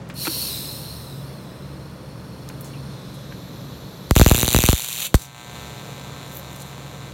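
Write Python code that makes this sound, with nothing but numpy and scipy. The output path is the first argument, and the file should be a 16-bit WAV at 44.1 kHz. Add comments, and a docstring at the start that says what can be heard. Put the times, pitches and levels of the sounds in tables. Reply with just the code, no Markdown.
"""Workshop: TIG welding on a cast engine part, close to a phone. The welder's fan drones; trigger and
gas valve click and argon surges from the cup. The AC arc first sputters, hissing at every half cycle
and popping as it relights, goes out, strikes again and settles to a fine buzz. Hollows in the casting
colour arc and gas. The phone's gain control ducks the workshop under the sputtering."""
import sys
import numpy as np
from scipy import signal
from scipy.fft import rfft, irfft, next_fast_len
from scipy.io import wavfile
from scipy.ndimage import uniform_filter1d, minimum_filter1d, map_coordinates

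SR = 44100
rng = np.random.default_rng(int(sys.argv[2]) if len(sys.argv) > 2 else 0)


def digitize_waveform(pressure):
    """Quantize a signal to 16-bit integers and store it at the path in sys.argv[1].

    Rows of a 2-D input are taken as channels; values are limited to [-1, 1].
    """
    field = np.atleast_2d(pressure).T
    bounded = np.clip(field, -1, 1)
    quanta = np.round(bounded * 32767).astype(np.int16)
    wavfile.write(sys.argv[1], SR, quanta)


N = 314462
T = np.arange(N) / SR
FFT_SIZE = next_fast_len(N + 8192, True)
F = np.maximum(np.arange(FFT_SIZE // 2 + 1) * SR / FFT_SIZE, 1e-3)

HALF_CYCLE_HZ, REIGNITE_PHASE = 120.0, .6  # phase in half cycles
LIGHT_S, LIGHT_RISE_S, CALM_S = 4.148, .006, 4.7  # first arc
STRIKE_S, STEP_UP_S = 5.15, 5.335  # second arc

# Hollows of the casting. Each row: frequency in Hz, width in Hz, gain in dB.
CASTING_MODES = [(2570, 710, -9.5), (3965, 820, 3), (5310, 210, -9.5), (6030, 420, 1.5), (6980, 470, 1.5),
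                 (8250, 290, -4), (9820, 490, -2), (12080, 1300, -1.5)]


def undb(db):
    """Decibels to gain."""
    return 10 ** (np.asarray(db) / 20)


def unit(x):
    """Scale to rms 1."""
    return x / np.sqrt(np.mean(x ** 2))


def noise():
    """White noise."""
    return rng.standard_normal(N)


def walk(rate_hz):
    """Random wander, spread near 1."""
    return np.interp(T * rate_hz, np.arange(1024), rng.standard_normal(1024))


def ramp(start_s, length_s):
    """Linear rise from 0 to 1, then held."""
    return np.clip((T - start_s) / length_s, 0, 1)


def fade(start_s, decay_s):
    """Jump to 1, then exponential decay."""
    envelope = np.zeros(N)
    first = int(start_s * SR)
    age_s = T[:min(int(10 * decay_s * SR), N - first)]
    envelope[first:first + len(age_s)] = np.exp(-age_s / decay_s)
    return envelope


def delayed(x, delay_ms):
    """Fixed or moving delay."""
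    return map_coordinates(x, [(T - delay_ms / 1000) * SR], order=3)


def through(x, response):
    """Filter by a frequency response."""
    return irfft(rfft(x, FFT_SIZE) * response, FFT_SIZE)[:N]


def colour(points):
    """Minimum-phase response through (Hz, dB) points."""
    hz, db = np.transpose(points)
    outline_db = np.interp(np.log(F), np.log(hz), db)
    cepstrum = irfft(np.log(undb(outline_db)), FFT_SIZE)
    cepstrum[1:FFT_SIZE // 2] *= 2
    cepstrum[FFT_SIZE // 2 + 1:] = 0
    return np.exp(rfft(cepstrum))


def lowpass(hz):
    """One-pole low-pass response."""
    return 1 / (1 + 1j * F / hz)


def band(hz, width_hz):
    """One resonance, gain 1 at its centre."""
    return 1 / (1 + 1j * (F - hz * hz / F) / width_hz)


def modes(rows):
    """Sum of (Hz, width in Hz, dB) resonances."""
    return sum(undb(db) * band(hz, width_hz) for hz, width_hz, db in rows)


def fan(air_db=-38.5, rumble_hz=330, thin_s=5.23, thinning_s=.41, thin_db=-5.5):
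    """Rushing air and wavering lines of fan and transformer; the rumble thins during the weld."""
    # Fan and room noise. Each row: frequency in Hz, relative density in dB.
    air_spectrum = [(25, -9), (45, -13.5), (60, -12.5), (92, -13), (129, -4), (161, -3), (240, -9),
                    (312, -9.5), (360, -13.5), (525, -12), (753, -21), (1020, -19), (1460, -24),
                    (2000, -28.5), (6000, -38), (16000, -55.5)]
    # Drone lines. Each row: frequency in Hz, mean level in dB.
    drone_lines = [(73.3, -53.5), (112, -53), (118, -48), (138.6, -42.5), (183, -50), (192, -55)]
    air = unit(through(noise(), colour(air_spectrum))) * undb(air_db + .5 * walk(4.61))
    rumble = through(air, 1 / (1 + (F / rumble_hz) ** 4))
    drone = 0
    for hz, db in drone_lines:
        phase = 2 * np.pi * np.cumsum(hz + 1.71 * walk(9)) / SR
        drone += np.sqrt(2) * undb(db + 3.7 * walk(5.3)) * np.sin(phase)
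    rumble_gain = undb(thin_db * ramp(thin_s, thinning_s))
    return air + (rumble_gain - 1) * rumble + drone


def tool_clicks():
    """Trigger, hood and rod click: short bursts of band noise."""
    # Clicks. Each row: start in seconds, level in dB, centre in Hz, width in Hz, decay in seconds.
    clicks = [(.089, -45, 10000, 12000, .005), (.099, -34.5, 1830, 2500, 0.0099),
              (.14, -44, 11000, 9000, .008), (0.251, -27.5, 1490, 2200, 0.012),
              (2.489, -31.5, 6000, 12100, 0.0028), (2.499, -34.5, 1300, 1500, 0.0062),
              (2.608, -34.5, 12800, 9000, .0079), (2.644, -43, 6550, 9000, 0.039),
              (2.736, -40.5, 2630, 397, .017), (3.14, -48, 9000, 7000, .02),
              (3.323, -33.5, 1640, 900, .004)]
    return sum(undb(db) * fade(start_s, decay_s) * unit(through(noise(), band(hz, width_hz) ** 2))
               for start_s, db, hz, width_hz, decay_s in clicks)


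def gas_valve():
    """The valve clacks and bounces; each blow rings its modes."""
    # Blows. Each row: time in seconds, impulse height in dB.
    clacks = [(0.2702, 14.5), (0.2717, 16.5), (.278, 16)]
    # Valve resonances. Each row: frequency in Hz, width in Hz, gain in dB.
    valve_modes = [(325, 37, 13), (890, 210, -4), (1330, 130, -5), (2300, 150, -8), (3370, 530, -30)]
    blows = np.zeros(N)
    for time_s, db in clacks:
        blows[int(time_s * SR)] += undb(db)
    return through(blows, modes(valve_modes))


def gas_flow_db(open_s=.139, rise_s=.1, hold_s=.31, surge_db=-30, drain_db_per_s=26.5,
                steady_db=-56, on_work_db=7.3, soften_db_per_s=3):
    """Stored pressure drains to a steady flow, louder as the cup nears the work, softer in the weld."""
    surge = undb(surge_db - drain_db_per_s * np.maximum(T - open_s - hold_s, 0))
    lowered = ramp(start_s=2.1, length_s=1.5)
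    steady = undb(steady_db + on_work_db * lowered - soften_db_per_s * np.maximum(T - STEP_UP_S, 0))
    return 20 * np.log10(np.hypot(surge, steady) * ramp(open_s, rise_s) + 1e-9)


def breathy(hz, width_hz):
    """A whistle kept wide and unsteady by turbulence."""
    swirl = unit(through(noise(), lowpass(width_hz) ** 2))
    phase = 2 * np.pi * np.cumsum(hz + .5 * width_hz * walk(140)) / SR
    return unit(swirl * np.sin(phase))


def gas_jet(tilt_per_db=.036, whistle_full_db=-51):
    """Argon hisses from the cup, brighter when faster; at the joint the casting colours it."""
    # Jet noise. Each row: frequency in Hz, relative density in dB.
    jet_spectrum = [(1000, -26), (2200, -11), (3200, -3.5), (4200, 1), (5400, -3.5), (6500, -7),
                    (8000, -8.5), (9000, -5.5), (12500, 0.5), (16000, -6)]
    # The cup's note as the torch moves. Each row: time in seconds, frequency in Hz.
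    cup_note = [(0.2, 4250), (0.49, 4260), (0.52, 3950), (0.92, 4210), (1.17, 3860), (1.3, 4350),
                (1.47, 3900), (1.91, 4283), (2.92, 4230), (2.97, 3870), (3.4, 3930)]
    # Cup tones. Each row: multiple of the note, width in Hz, relative level in dB.
    cup_tones = [(1.005, 180.2, -3.5), (1.27, 180.5, -11), (2.09, 260, -12), (2.3, 280, -12)]
    flow_db = gas_flow_db()
    note_hz = np.interp(T, *np.transpose(cup_note))
    bright = unit(through(noise(), colour(jet_spectrum)))
    mellow = through(bright, lowpass(9000))
    jet = mellow + tilt_per_db * np.maximum(flow_db + 60, 0) * (bright - mellow)
    period_ms = 1000 / note_hz  # two echoes move with the note
    jet = jet + undb(-14) * delayed(jet, 2.04 * period_ms) + undb(-9) * delayed(jet, 3.01 * period_ms)
    tones = sum(undb(db) * breathy(multiple * note_hz, width_hz) for multiple, width_hz, db in cup_tones)
    in_air = undb(.5) * (jet + tones)
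    on_work = unit(through(mellow, band(2600, 14500) * modes(CASTING_MODES)))
    landed = ramp(start_s=2.67, length_s=.7)
    rush = np.sqrt(1 - landed) * in_air + np.sqrt(landed) * on_work
    nozzle_whistles = undb(-8.5) * breathy(3456, 90) + undb(-12.5) * breathy(5320, 120)
    return undb(flow_db) * rush + undb(np.minimum(flow_db, whistle_full_db)) * nozzle_whistles


def pop_events(small_db=-21, scatter_db=5.5, small_ms=.96):
    """Loud pops of the arc lighting, plus a small random one at each reversal until it calms."""
    # Pops. Each row: start in seconds, relative level in dB, decay in ms.
    loud_pops = [(4.11, 3.5, 3), (4.1638, 4, 3.3), (4.1968, 2.5, 4.9), (4.2139, 7.5, 2.8), (4.2628, 5, 2.3),
                 (4.3134, 4, 3.5), (4.347, -2.5, 1.1), (4.3799, -10.5, 2.2), (4.4304, 0, 1),
                 (4.4799, -5, 1), (4.5465, 4.5, 0.97), (4.5628, 0, 3.1), (4.5881, -3, 1.8), (4.6383, -1, 2),
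                 (4.6883, 4, 3.1), (4.7299, 0, 2.2), (5.1433, 5, 7.7)]
    reversals_s = (np.arange(1024) + REIGNITE_PHASE) / HALF_CYCLE_HZ
    sizes_db = small_db + scatter_db * np.clip(rng.standard_normal(len(reversals_s)), -2, 2)
    return loud_pops + [(start_s, db, small_ms) for start_s, db in zip(reversals_s, sizes_db)
                        if LIGHT_S + LIGHT_RISE_S < start_s < CALM_S]


def cracks(pops, gain_db=3, full_db=-5, lead_s=.0008, decay_s=.0012):
    """The gap cracks just ahead of each puff, growing with it up to a full breakdown."""
    envelope = sum(undb(min(db - full_db, 0)) * fade(start_s - lead_s, decay_s)
                   for start_s, db, _ in pops)
    return undb(gain_db) * noise() * envelope


def puffs(pops, gain_db=10, edge_hz=4000, roughness=.051):
    """Each relighting shoves out suddenly heated gas; eddies give every puff its own colour."""
    pressure = sum(undb(db) * fade(start_s, decay_ms / 1000) for start_s, db, decay_ms in pops)
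    eddies = unit(through(noise(), band(1100, 2200) ** 2))
    return undb(gain_db) * through(pressure * (1 + roughness * eddies), lowpass(edge_hz))


def half_cycles(depth_db, scatter_db, fall_fraction=.23):
    """Envelope that swells unequally in each half cycle and collapses as the current reverses."""
    position = T * HALF_CYCLE_HZ - REIGNITE_PHASE - .03
    phase = position % 1
    dip = np.minimum(phase / fall_fraction, (1 - phase) / (1 - fall_fraction))
    scatter = rng.standard_normal(1024)[(position + 2 - fall_fraction).astype(int)]
    return unit(undb(-depth_db * dip ** 1.13 + scatter_db * scatter))


def sizzles(gain_db=3):
    """Short spells of hiss at the strikes and during the weld, chopped by the current."""
    # Each row: peak time in seconds, half length in seconds, relative dB, centre in Hz, width in Hz.
    spells = [(4.136, 0.029, -32, 7000, 9000), (5.151, 0.0049, -8, 8000, 9000),
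              (5.222, 0.039, -28, 8400, 9000), (6.31, 0.052, -49, 9000, 7000),
              (6.365, 0.031, -39, 13500, 3500), (6.595, 0.088, -48, 8850, 9000)]
    hiss = noise() * half_cycles(depth_db=11, scatter_db=4)
    sizzle = 0
    for peak_s, half_s, db, hz, width_hz in spells:
        swell = np.exp(-((T - peak_s) / half_s) ** 2)
        sizzle += undb(db + gain_db) * swell * unit(through(hiss, band(hz, width_hz)))
    return sizzle


def sputter(wild_db=-3.5, calm_db=-14.5, wild_chop_db=49.5, calm_chop_db=16,
            out_s=5.068, stretch_s=.071, out_db_per_s=1400):
    """The first arc hisses once per half cycle; bursts shrink, then merge as it stretches and dies."""
    # Arc hiss. Each row: frequency in Hz, relative density in dB.
    hiss_spectrum = [(200, -12), (800, 2.5), (1800, -1.5), (3000, 6), (4200, -1.5), (5000, -6), (6500, 0.5),
                     (9200, 1.5), (13000, 0), (15800, -1)]
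    grainy = noise() * undb(.5 * noise())
    hiss = unit(through(grainy, colour(hiss_spectrum)))
    calm = ramp(CALM_S, .14)
    stretched = ramp(out_s - stretch_s, stretch_s)
    chop_db = (wild_chop_db + (calm_chop_db - wild_chop_db) * calm) * (1 - stretched)
    level_db = wild_db + (calm_db - wild_db) * calm - out_db_per_s * np.maximum(T - out_s, 0)
    return hiss * half_cycles(chop_db, scatter_db=2) * ramp(LIGHT_S, LIGHT_RISE_S) * undb(level_db)


def buzz_gain(start_db=-31, weld_db=-37, rise_s=.063, lift_db=13.5, ease_s=.13, sag_db_per_s=2.04):
    """The buzz starts low, steps up, then eases as the phone's gain returns and slowly sags."""
    age_s = np.maximum(T - STEP_UP_S, 0)
    welding_db = weld_db + lift_db * np.exp(-age_s / ease_s) - sag_db_per_s * age_s
    return (T > STRIKE_S) * undb(start_db + (welding_db - start_db) * ramp(STEP_UP_S, rise_s))


def buzz(scatter_db=1.3, alternate_db=-.9, jitter_s=12e-6, fizz_db=-7, bench_gain=.4, bench_ms=3.85):
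    """The settled arc ticks at each reversal, trailing fizz; a bench echo combs the harmonics."""
    # Tick colour. Each row: frequency in Hz, relative gain in dB.
    tick_spectrum = [(120, -39), (400, 0), (800, 8), (1400, 4), (2000, 0), (2800, -2), (4200, -10),
                     (5000, -18), (7000, -11.5), (9200, -14), (13000, -20.5), (16000, -18)]
    reversals = np.arange(int(T[-1] * HALF_CYCLE_HZ))
    sizes = undb(scatter_db * rng.standard_normal(len(reversals)) + alternate_db * (-1) ** reversals)
    position = T * HALF_CYCLE_HZ - REIGNITE_PHASE
    nearest = np.round(position)
    late_s = np.interp(nearest, reversals, jitter_s * rng.standard_normal(len(reversals)))
    offset_samples = ((position - nearest) / HALF_CYCLE_HZ - late_s) * SR
    impulses = np.sinc(offset_samples) * np.exp(-(offset_samples / 6) ** 2)
    ticks = impulses * np.interp(nearest, reversals, sizes)
    fizz = through(noise() * np.exp(-(position % 1) / .95), band(6200, 7900))
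    arc = unit(through(unit(ticks) + undb(fizz_db) * unit(fizz), colour(tick_spectrum)))
    return (arc + bench_gain * delayed(arc, bench_ms)) * buzz_gain()


def casting(x):
    """Sound from the joint passes through the part's hollows; only low tones come around them."""
    around = undb(-7) * lowpass(3500)
    return through(x, around + modes(CASTING_MODES))


def workshop(x, wet_db=-13, predelay_s=.0058, decay_s=.029):
    """Bench and walls return a short, slightly dull scatter."""
    tail = noise() * fade(predelay_s, decay_s)
    tail /= np.sqrt(np.sum(tail ** 2))
    return x + undb(wet_db) * through(x, rfft(tail, FFT_SIZE) * band(3300, 26000))


def scene():
    """The arc rings the casting; fan and gas run on beneath it."""
    pops = pop_events()
    arc = casting(sputter() + sizzles() + cracks(pops) + buzz())
    return (workshop(arc + tool_clicks() + gas_valve()) + puffs(pops) + gas_jet() + fan())[None]


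def microphone(x, cut_hz=55, damping=.86, allpass_hz=(88, 480, 2200)):
    """The phone cuts deep bass and delays lows more than highs: a puff becomes a falling thump."""
    s = 1j * F / cut_hz
    response = s * s / (1 + damping * s + s * s)
    for hz in allpass_hz:
        poles = 1 + np.sqrt(2) * 1j * F / hz - (F / hz) ** 2
        response *= np.conj(poles) / poles
    return through(x, response)


def gain_control(x, threshold_db=-12, max_cut_db=11, release_db_per_s=53):
    """Peaks pull the gain down at once, by a limited amount; it creeps back."""
    recovery_db = release_db_per_s * T
    level_db = 20 * np.log10(np.abs(x) + 1e-9)
    peak_db = np.maximum.accumulate(level_db + recovery_db) - recovery_db
    gain_db = -np.clip(peak_db - threshold_db, 0, max_cut_db)
    held_db = minimum_filter1d(gain_db, size=200)
    return x * undb(uniform_filter1d(held_db, size=200))


def record(dry):
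    """Microphone, gain control, clipping and a steep top cut."""
    clipped = np.clip(gain_control(microphone(dry[0])), -1, 1)
    top_cut = signal.ellip(10, .2, 80, 15900, fs=SR, output="sos")
    return signal.sosfilt(top_cut, clipped)[None]


dry = scene()
out = record(dry)
digitize_waveform(out)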